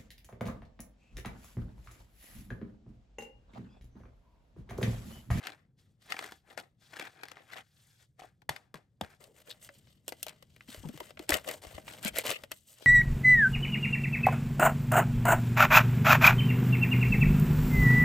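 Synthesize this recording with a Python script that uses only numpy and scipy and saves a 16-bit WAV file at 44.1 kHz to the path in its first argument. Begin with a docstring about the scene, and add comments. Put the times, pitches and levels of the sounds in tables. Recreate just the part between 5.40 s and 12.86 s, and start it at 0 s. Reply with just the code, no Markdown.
"""Fingers turn a lidded plastic snack cup close to a pair of microphones, over a faint low room rumble.
First skin rubs on the cup in dense grains of noise, with snaps made of short noise bursts.
From about 3.1 s a nail taps the foil lid: snaps, low thumps, dying tones and a wash of noise.
From 3.8 s the lid is peeled back and the cup's colour shifts; dense clicks around one pitch come in short bursts.
Around 5.9 s the foil is crumpled loudest; strokes and snaps go on, then thin out after about 7.1 s."""
import sys
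import numpy as np
from scipy import signal
from scipy.fft import rfft, irfft, next_fast_len
from scipy.io import wavfile

SR = 44100
rng = np.random.default_rng(int(sys.argv[2]) if len(sys.argv) > 2 else 0)


def wrap_up_sound(samples):
    """Save the sound to the file named by the first command line argument, as 16-bit audio."""
    columns = np.atleast_2d(samples).T
    # keep every value between -1 and 1, then stretch to whole-number steps
    tamed = np.clip(columns, -1, 1)
    steps = np.round(tamed * 32767).astype(np.int16)
    wavfile.write(sys.argv[1], SR, steps)


N = 328986   # length in samples


def amp(db):
    """Turn decibels into a gain."""
    return 10 ** (np.asarray(db) / 20)


def rms_one(x):
    """Scale a signal to an average (rms) strength of 1."""
    return x / np.sqrt(np.mean(x ** 2) + 1e-20)


def in_time(rows):
    """Draw straight lines through (start_s, level_db) points, giving a level for every sample."""
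    s, level_db = np.transpose(rows)
    return np.interp(np.arange(N) / SR, s, level_db)


def band(x, low_hz, high_hz, order=2):
    """Keep only the pitches between two limits (Butterworth band-pass)."""
    limits = [low_hz, min(high_hz, .45 * SR)]
    return signal.sosfilt(signal.butter(order, limits, "band", fs=SR, output="sos"), x)


def resonate(x, hz, width_hz):
    """Ring at one pitch, as a two-pole resonance with a gain of 1 at its top; a narrow one rings longer."""
    r = np.exp(-np.pi * width_hz / SR)
    top = np.array([1, 0, -1]) * (1 - r * r) / 2
    return signal.lfilter(top, [1, -2 * r * np.cos(2 * np.pi * hz / SR), r * r], x)


def fade(clicks, t60):
    """Turn each click into a sudden rise and an exponential fall of 60 dB in t60 seconds."""
    return signal.lfilter([1], [1, -amp(-60 / (t60 * SR))], clicks + 1e-18)


def drift(rate):
    """Make a slowly wandering random curve of rms 1; a higher rate (Hz) wanders faster."""
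    r = np.exp(-2 * np.pi * rate / SR)
    wander = signal.lfilter([1], [1, -2 * r, r * r], rng.standard_normal(N + SR))
    return rms_one(wander[SR:])   # the first second lets the filter settle


# colour of the room rumble, only its shape counts: pitch_hz [Hz], level_db [dB per Hz]
ROOM_COLOUR = [(15, -49), (25, -14), (124, 20), (288, -10.5), (541, -8), (900, -28), (1170, -55.5)]
RUMBLE_DB = -72   # rms over both channels


def room_tone(likeness):
    """The room rumbles steadily: shaped noise, mostly shared by both microphones."""
    pitch_hz, level_db = np.transpose(ROOM_COLOUR)
    log_hz = np.log(np.fft.rfftfreq(N, 1 / SR) + 1)
    gain = amp(np.interp(log_hz, np.log(pitch_hz), level_db))
    mid, side = irfft(rfft(rng.standard_normal((2, N))) * gain, N)
    alike = np.clip(likeness, 0, 1)
    rumble = np.sqrt(1 + alike) * mid + np.sqrt(1 - alike) * side * [[1], [-1]]
    return amp(RUMBLE_DB) * rms_one(rumble)


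ROOM_T60_S = 0.12   # fall of the lowest pitches; higher ones die sooner


def room(x):
    """The room answers through eight feedback delays a side, duller on every round."""
    size = next_fast_len(N + SR)   # spare room at the end for the echoes
    hz = np.fft.rfftfreq(size, 1 / SR)
    spectrum, out = rfft(x, size), np.zeros((2, len(hz)), complex)
    for k, lag in enumerate(rng.uniform(.006, 0.022, 16)):
        dull_hz = 30.8 / lag   # a longer path loses more treble per round
        round_trip = amp(-60 * lag / ROOM_T60_S) * np.exp(-2j * np.pi * hz * lag)
        loop = round_trip / (1 + 1j * hz / dull_hz)
        out[k % 2] += loop / (1 - loop) * (-1) ** (k // 2)
    return irfft(out * spectrum, size)[:, :N]


# difference between the two microphone ports:
# pitch_hz [Hz], left_minus_right_db [dB], left_lead_rad [radians]
PORT_OFFSETS = [(150, 2.5, .4), (900, 5.5, .4), (1300, 7.5, -.8), (2300, 6.5, -.3), (3100, 2.5, .8),
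                (6000, 3.5, .2), (7300, 6, .8), (8400, 0, .2), (15300, 0, -12.5)]


def ports(x):
    """A near source reaches the two microphone ports with level and phase offsets that depend on pitch."""
    size = next_fast_len(N + SR // 10)
    hz = np.fft.rfftfreq(size, 1 / SR)
    pitch_hz, balance_db, lead_rad = np.transpose(PORT_OFFSETS)
    balance = amp(np.interp(hz, pitch_hz, balance_db) / 2)
    half = balance * np.exp(.5j * np.interp(hz, pitch_hz, lead_rad))
    return irfft(rfft(x, size) * np.array([half, 1 / half]), size)[:, :N]


# low noise of the hands, before it wavers and reaches the ports: start_s [s], level_db [dB]
HAND_LEVELS = [(0.0, -72), (2.51, -78), (6.71, -59.5), (7.46, -81)]


def hand_rumble():
    """The moving hands make a low noise whose level wavers."""
    level_db = in_time(HAND_LEVELS) + 2 * drift(6.6)
    return amp(level_db) * rms_one(band(rng.standard_normal(N), 50, 200))


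def widening_copy(x):
    """A faint copy 1.2 ms late, drifting in strength and opposite in the two channels, widens the sound."""
    late = np.roll(band(x, 250, 4600), round(0.001213 * SR), axis=1)
    return amp(-6.0) * drift(10.4) * late * [[1], [-1]]


# grips and pushes on the cup, levels relative:
# start_s [s, at the height of the swing], level_db [dB], pitch_hz [Hz, once it has sagged]
GRIPS = [(3.105, -46, 116.6), (3.353, -51, 149.3), (3.62, -41.5, 181), (3.633, -48, 87.7),
         (5.291, -48, 231), (5.383, -49.5, 76.4), (5.403, -50.5, 78.3), (5.438, -50.5, 244),
         (5.456, -39, 161.4), (5.474, -45.5, 137), (5.495, -41.5, 218.7), (5.543, -52, 297),
         (5.555, -52, 134), (5.617, -49.5, 347), (5.8, -43, 316), (5.897, -32, 306), (5.926, -41, 68),
         (5.943, -44, 420), (5.957, -56, 98.6), (6.273, -52.5, 64.6), (6.353, -49, 72.8),
         (6.658, -35.5, 198), (6.892, -50.5, 113.4)]


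def thumps():
    """The held cup answers a push with a few low cycles; flesh loads it slowly and the pitch sags."""
    out = np.zeros(N)
    for s, level_db, hz in GRIPS:
        rise_s = 0.0034 + 0.5 / hz
        i = round((s - rise_s) * SR)
        t = np.arange(SR // 6) / SR / rise_s   # time counted in rises
        turns = hz * rise_s * (t + 0.21 * (1 - np.exp(-t)))   # starts 21 % sharp
        swing = np.sin(2 * np.pi * turns) * (t * np.exp(1 - t)) ** 2
        out[i:i + len(t)] += amp(level_db + 6.0) * swing[:N - i]
    scuff = rms_one(band(rng.standard_normal(N), 83, 450))   # skin shudders on the wall under load
    return out * (1 + 0.28 * scuff)


# pitch ranges of whatever excites the cup: low_hz [Hz], high_hz [Hz], level_db [dB, relative],
# treble_follow [dB gained per dB of treble share], snap_fall_s [s to fall 60 dB]
RANGES = [(1150, 2540, -0.5, -0.27, 0.02), (2778, 5500, 0, 0.47, 0.022), (6060, 10900, -1.5, 0.92, 0.0092),
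          (10200, 13000, -3, 0.93, 0.011)]
# peaks in the cup's colour with its lid on, the widest just brightening the top treble: # pitch_hz [Hz],
# width_hz [Hz], level_db [dB, of the ring added on top of the plain sound]
SEALED_PEAKS = [(773, 98, 1.5), (1620, 500, -4.5), (3390, 110, -0.5), (15000, 1200, 2.5)]
# peaks in the colour once the lid is open, the one near 15 kHz just brightening the top treble: # pitch_hz
# [Hz], width_hz [Hz], level_db [dB, of the ring added on top of the plain sound]
OPEN_PEAKS = [(523, 71, 1), (609, 87, 6.5), (2020, 140, -4), (2986, 530, 0.5), (8170, 680, -4),
              (11900, 330, 0.5), (14900, 870, 12.5)]
OPENING_S = 3.8   # when the lid is opened


def cup(boom, ranges):
    """The cup colours what excites it with resonant peaks, a different set once the lid is open."""
    x = band(boom, 200, 868)
    x += sum(band(part, row[0], row[1]) for part, row in zip(ranges, RANGES))
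    opened = np.arange(N) > OPENING_S * SR
    out = x.copy()
    for peaks, part in ((SEALED_PEAKS, x * ~opened), (OPEN_PEAKS, x * opened)):
        for hz, width_hz, level_db in peaks:
            out += amp(level_db) * resonate(part + 1e-18, hz, width_hz)
    return out


# wash after each tap on the lid, levels relative: start_s [s], level_db [dB]
TAP_WASHES = [(3.095, -38), (3.345, -58), (3.614, -52)]
TAIL_BASS_T60_S, TAIL_TREBLE_T60_S = 0.35, 0.28
TAIL_TILT_DB = -4.5   # per range upward


def tap_tails():
    """After a tap on the lid a smooth wash dies away in cup and room, the treble first."""
    s, level_db = np.transpose(TAP_WASHES)
    clicks = np.zeros(N)
    clicks[np.round(s * SR).astype(int)] = amp(level_db)
    t60s = np.geomspace(TAIL_BASS_T60_S, TAIL_TREBLE_T60_S, 1 + len(RANGES))
    parts = []
    for k, t60 in enumerate(t60s):
        parts.append(amp(TAIL_TILT_DB * k) * fade(clicks, t60) * rng.standard_normal(N))
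    return cup(parts[0], parts[1:])


# hollow knocks that leave the air in the cup ringing:
# start_s [s], level_db [dB, at the start], pitch_hz [Hz], fall_s [s to fall 60 dB]
AIR_KNOCKS = [(2.794, -46.5, 748, 0.11), (2.82, -38, 760, 0.024), (2.846, -41.5, 713, 0.027),
              (3.0932, -19.5, 880, 0.015), (3.0917, -22.5, 1834, 0.013), (3.611, -33.5, 876, 0.032),
              (4.085, -48.5, 490, 0.083), (4.291, -50.5, 564, 0.15), (5.605, -33.5, 955, 0.026),
              (7.037, -38, 577, 0.045), (7.116, -37.5, 630, 0.041)]


def knocks():
    """Each knock is one dying tone of the cup's air."""
    out, t = np.zeros(N), np.arange(SR // 5) / SR
    for s, level_db, hz, fall_s in AIR_KNOCKS:
        i = round(s * SR)
        tone = amp(level_db - 60 * t / fall_s) * np.sin(2 * np.pi * hz * t)
        out[i:i + len(t)] += tone[:N - i]
    return out


# short bursts of dense clicks around one pitch, some from taps or the cup's body:
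# start_s [s], length_s [s], level_db [dB], pitch_hz [Hz]
CLICK_BURSTS = [(3.61, 0.0068, -41.5, 3350), (3.857, 0.13, -69.5, 430), (4.094, 0.036, -48, 3650),
                (5.311, 0.037, -60, 3560), (5.321, 0.037, -61, 1550), (5.434, 0.03, -59, 930),
                (5.918, 0.0063, -30, 1480), (6.081, 0.052, -48.5, 2080), (6.655, 0.047, -45, 2400),
                (6.759, 0.05, -40, 2110), (6.878, 0.065, -44, 2550), (6.924, 0.062, -50.5, 2580)]
BURST_CLICKS_PER_S, BURST_CYCLES = 1100, 3.85   # more cycles make a purer ring


def click_bursts():
    """Dense clicks of uneven size swell and die while they ring around one pitch."""
    out, t = np.zeros(N), np.arange(SR // 8) / SR
    for s, length_s, level_db, hz in CLICK_BURSTS:
        clicks = (rng.random(len(t)) < BURST_CLICKS_PER_S / SR) * rng.laplace(size=len(t))
        clicks = clicks * np.sin(np.pi * np.minimum(t / length_s, 1))
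        ring = resonate(clicks, hz, hz / BURST_CYCLES)
        ring = resonate(ring, hz, 2 * hz / BURST_CYCLES)
        strength = np.sqrt(np.sum(ring ** 2) / (length_s * SR))
        i = round(s * SR)
        out[i:i + len(t)] += amp(level_db) * ring / strength
    return out


# snaps, ticks and taps, levels relative:
# start_s [s], level_db [dB], treble_db [dB, treble share], boom_db [dB, share of the cup's boom]
SNAP_HITS = [(0.0695, -31, -5, -15), (0.7034, -39, -3, -3.5), (0.721, -25, -10, -11.5),
             (0.742, -38.5, -21, 2), (0.766, -36.5, -27, -3), (0.7906, -28.5, -9.5, -5.5),
             (0.8244, -42, -3, 7), (0.853, -48, -15, 8), (0.893, -50, -23, -1), (0.921, -40, -7, 2),
             (1.176, -36, -4.5, 2), (1.199, -42.5, -1, 0), (1.532, -51.5, -16, 8), (1.567, -38, -6, -4),
             (1.596, -31.5, -9, -0.5), (1.6235, -40.5, -7, 0), (1.653, -41.5, -14, -15),
             (1.6694, -46.5, -44, -10), (1.8335, -36, -7, -3.5), (1.8537, -46.5, -9, -8),
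             (1.884, -41.5, -7, -16), (1.9158, -42, -5, -2), (1.969, -46, -28, 0.5), (2.135, -43, -20, -2),
             (2.1686, -52, -15, -5), (2.7942, -55, -2, 10), (3.0185, -58.5, -4.5, 7),
             (3.093, -26, -0.5, -19), (3.162, -34.5, -9.5, -20), (3.342, -45.5, 3, 15),
             (3.3554, -46.5, -12, 1), (3.611, -33, -2, 6), (3.84, -53, 6, -14), (4.1092, -42.5, -2.5, -16),
             (4.247, -57, 14.5, -4), (4.2896, -43, -17, -2), (4.471, -61, -20, 0.5), (4.68, -37, 9, -1.5),
             (4.69, -47.5, 14, -1), (4.722, -36, -6.5, 1), (4.829, -39.5, 15.5, -7), (4.8659, -42, 4, 3),
             (4.8829, -40.5, 1, -8), (4.8934, -42.5, -1, -20), (5.025, -52, -1, 1.5),
             (5.163, -50, -7, -7.5), (5.2077, -46.5, -21, -29), (5.3447, -42, -2, 2),
             (5.4876, -43.5, -5.5, -25), (5.5752, -43.5, -4.5, -7), (5.6026, -40.5, 0, 3.5),
             (5.706, -47, -8, 2), (5.7721, -44.5, -23, 0), (5.7927, -38, -7, -5), (5.892, -24.5, 4.5, -3.5),
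             (5.9043, -30.5, 9.5, -20), (5.9209, -23.5, -30, -5), (5.933, -33, 3, 2), (5.9407, -22, -1, -5),
             (5.969, -47, 17, 6), (6.0454, -44, -7, -21), (6.076, -39.5, 1.5, 4), (6.0874, -36.5, 5.5, 0),
             (6.112, -35.5, -0.5, -19), (6.3801, -48, -27, 16), (6.4792, -33.5, -17, -13),
             (6.583, -48, -17, -6), (6.6282, -52, 14, -18), (6.6484, -40.5, 15.5, -0.5),
             (6.6778, -39, 5, 2), (6.767, -35, 3, 4), (6.785, -31.5, 13, 2.5), (6.865, -36, 7, -15),
             (6.904, -39, 16, 6), (7.036, -39, -3.5, -1), (7.1165, -30, -3, -9), (7.408, -63.5, -9, 12.5),
             (7.423, -50.5, -4, 2.5)]


def snaps():
    """A snap is a burst of jolts; the highest treble dies before the cup's boom, and a softer flutter follows."""
    s, level_db, treble_db, boom_db = np.transpose(SNAP_HITS)
    at = np.round(s * SR).astype(int)
    shares = [(boom_db + 3.5, .026)]   # (share in dB, fall in s), boom first
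    for _, _, range_db, treble_follow, fall_s in RANGES:
        shares.append((range_db + treble_follow * treble_db, fall_s))
    parts = []
    for share_db, fall_s in shares:
        clicks = np.zeros(N)
        clicks[at] = amp(level_db + share_db + 11)
        burst = fade(fade(clicks, fall_s) * 0.056, 0.0011)   # the second fade softens the start
        flutter = amp(-26.5) * fade(clicks, 0.071)
        parts.append((burst + flutter) * rng.choice([-1, 1], N))
    return cup(parts[0], parts[1:])


def creases(clicks, cycles):
    """Each click rings one small patch of wall or foil, of chance size, for a few cycles."""
    pitches = np.geomspace(500, 4200, 16)   # Hz
    dealt = rng.integers(0, 16, N)
    return sum(resonate(clicks * (dealt == k) + 1e-18, hz, hz / cycles) for k, hz in enumerate(pitches))


# strokes of skin on the cup and crinkles of the foil, levels relative:
# start_s [s, at full strength], swell_s [s], hold_s [s], fade_s [s], level_db [dB],
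# treble_db [dB, treble share], boom_db [dB, share of the cup's boom]
HAND_STROKES = [(0.063, 0.22, 0.033, 0.14, -53, -10.5, 1), (0.712, 0.089, 0.19, 0.077, -55.5, -4, 2),
                (1.106, 0.087, 0.031, 0.055, -63.5, -5, 5.5), (1.174, 0.012, 0.015, 0.11, -56, -6, 6.5),
                (1.55, 0.063, .11, 0.063, -51.5, -10.5, -0.5), (1.776, 0.19, 0.23, 0.17, -64.5, -26, 3),
                (2.142, 0.15, 0.051, 0.052, -53.5, -7, -1), (2.398, 0.22, 0.12, 0.26, -79.5, 8, -9),
                (2.798, 0.027, 0.043, 0.11, -62.5, -5.5, 4.5), (3.366, 0.024, 0.002, 0.079, -62.5, -10, 7),
                (3.636, 0.029, 0.0045, 0.069, -54.5, -5.5, 7), (3.703, 0.041, 0.03, 0.08, -66.5, -3, 2.5),
                (3.806, 0.016, 0.012, 0.21, -69.5, 4, 9.5), (3.97, 0.041, 0.051, 0.017, -67.5, 0.5, 0),
                (4.073, 0.046, 0.039, 0.15, -64.5, -0.5, 2.5), (4.226, 0.043, 0.044, 0.027, -65.5, 8.5, -2),
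                (4.353, 0.15, 0.033, 0.05, -77.5, 10, 3), (4.688, 0.053, 0.0082, 0.1, -70, 5, 5),
                (4.868, 0.014, 0.02, 0.12, -56.5, -12, 2), (5.283, 0.013, 0.084, 0.28, -62, 4, -13),
                (5.434, 0.044, 0.26, 0.079, -66, 0, 0), (5.814, 0.067, 0.025, 0.063, -67, 0, 9.5),
                (5.902, 0.021, 0.037, 0.092, -37.5, -3.5, 2.5), (6.082, 0.089, 0.051, 0.088, -53, 2.5, 7),
                (6.219, 0.0057, 0.16, 0.12, -61.5, 1, 4), (6.493, 0.12, 0.02, 0.6, -58, 0.5, 4),
                (6.656, 0.064, 0.031, 0.016, -45, 1.5, -8), (6.769, 0.041, 0.02, 0.072, -42.5, 1.5, 0),
                (6.863, 0.044, 0.055, 0.071, -41, 0, 1), (7.027, 0.096, 0.008, 0.059, -61, -3.5, -3),
                (7.111, 0.0022, 0.013, 0.0077, -48, -4.5, -24), (7.14, 0.016, 0.02, 0.18, -80.5, 18, -13),
                (7.291, 0.07, 0.036, 0.085, -74.5, 17, 3.5)]
STROKE_SPAN_DB = 30    # gained in one swell time, lost in one fade time
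SHEEN_FOLLOWS = 0.76   # dB of sheen share per dB of treble share
# light, airy glide of the fingers between the strokes, levels relative: start_s [s], level_db [dB]
FINGER_GLIDE = [(0.36, -107), (0.39, -81), (0.59, -103), (0.62, -74.5), (0.95, -71), (1.05, -100),
                (1.37, -103), (1.42, -75), (2.55, -88), (2.625, -72.5), (2.69, -106), (2.95, -100),
                (3.1, -106), (3.75, -100), (4.3, -95), (4.51, -78.5), (4.63, -93.5), (4.8, -72.5),
                (4.98, -88), (5.2, -82), (7.08, -88), (7.24, -100), (7.37, -75), (7.42, -67.5)]
GLIDE_SHEEN_DB, GLIDE_TREBLE_DB, GLIDE_BOOM_DB = 8.5, 4.5, -1   # shares


def contact():
    """Strokes swell, hold and fade over the glide; gives level, then sheen, treble and boom shares, in dB."""
    t = np.arange(N) / SR
    glide_shares_db = np.array([[0], [GLIDE_SHEEN_DB], [GLIDE_TREBLE_DB], [GLIDE_BOOM_DB]])
    power = amp(2 * (in_time(FINGER_GLIDE) + glide_shares_db))   # doubled dB give power
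    for s, swell_s, hold_s, fade_s, level_db, treble_db, boom_db in HAND_STROKES:
        first = max(round((s - 2 * swell_s) * SR), 0)
        on = slice(first, round((s + hold_s + 2 * fade_s) * SR))
        away = np.maximum((s - t[on]) / swell_s, (t[on] - s - hold_s) / fade_s)
        shares_db = [[0], [SHEEN_FOLLOWS * treble_db], [treble_db], [boom_db]]
        power[:, on] += amp(2 * (level_db - STROKE_SPAN_DB * np.maximum(away, 0) + shares_db))
    total_db, *parts_db = 10 * np.log10(power)
    return total_db, *(part_db - total_db for part_db in parts_db)


def rubbing(per_s, spread_db, clump_db, smooth_db, crease_db):
    """Tiny slips of uneven size, each a few milliseconds of noise, come in clumps over a smooth slide."""
    level_db, sheen_db, treble_db, boom_db = contact()
    born = rng.random(N) < per_s * amp(clump_db * drift(25)) / SR
    slips = born * amp(spread_db * np.minimum(rng.exponential(1, N), 3))
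    grip = np.clip((level_db + 78.5) / 18, 0, 1)   # a light touch glides, a firm one sticks and slips
    opening = round(OPENING_S * SR)
    grip[opening:] = np.maximum(grip[opening:], .6)   # loose foil crinkles at any touch
    grain = rms_one(rms_one(fade(slips, 0.014)) + amp(smooth_db))
    roughness = 1 + grip * (grain - 1)
    noise = [roughness * amp(2.22 * drift(49)) * rng.standard_normal(N) for _ in range(5)]
    shares_db = (9, sheen_db + 5, treble_db + 4.0, treble_db - 1.5)
    ranges = [part * amp(level_db + share_db) for part, share_db in zip(noise[1:], shares_db)]
    boom = noise[0] * amp(level_db + boom_db + 8.5)
    crackle = grip * amp(level_db + crease_db) * rms_one(creases(slips, cycles=8.5))
    return cup(boom, ranges) + crackle


def scene():
    """Hands, cup and foil sound near the microphones, the sounding spot wandering over the cup, in the room."""
    near = rubbing(per_s=400, spread_db=3.5, clump_db=3.0, smooth_db=-4.0, crease_db=-2.0)
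    near += snaps() + thumps() + knocks() + click_bursts() + tap_tails()
    direct = ports(near)
    spot = amp(0.99 * drift(25) * [[1], [-1]])   # one side gains what the other loses, in dB
    close = direct * spot + widening_copy(direct) + ports(hand_rumble())
    return close + amp(-16.5) * room(near) + room_tone(likeness=0.91)


def record(dry):
    """A steep filter cuts the top: from 17.1 kHz up everything is at least 60 dB down."""
    return signal.sosfilt(signal.cheby2(14, 60, 17100, fs=SR, output="sos"), dry)


dry = scene()
out = record(dry)
wrap_up_sound(out)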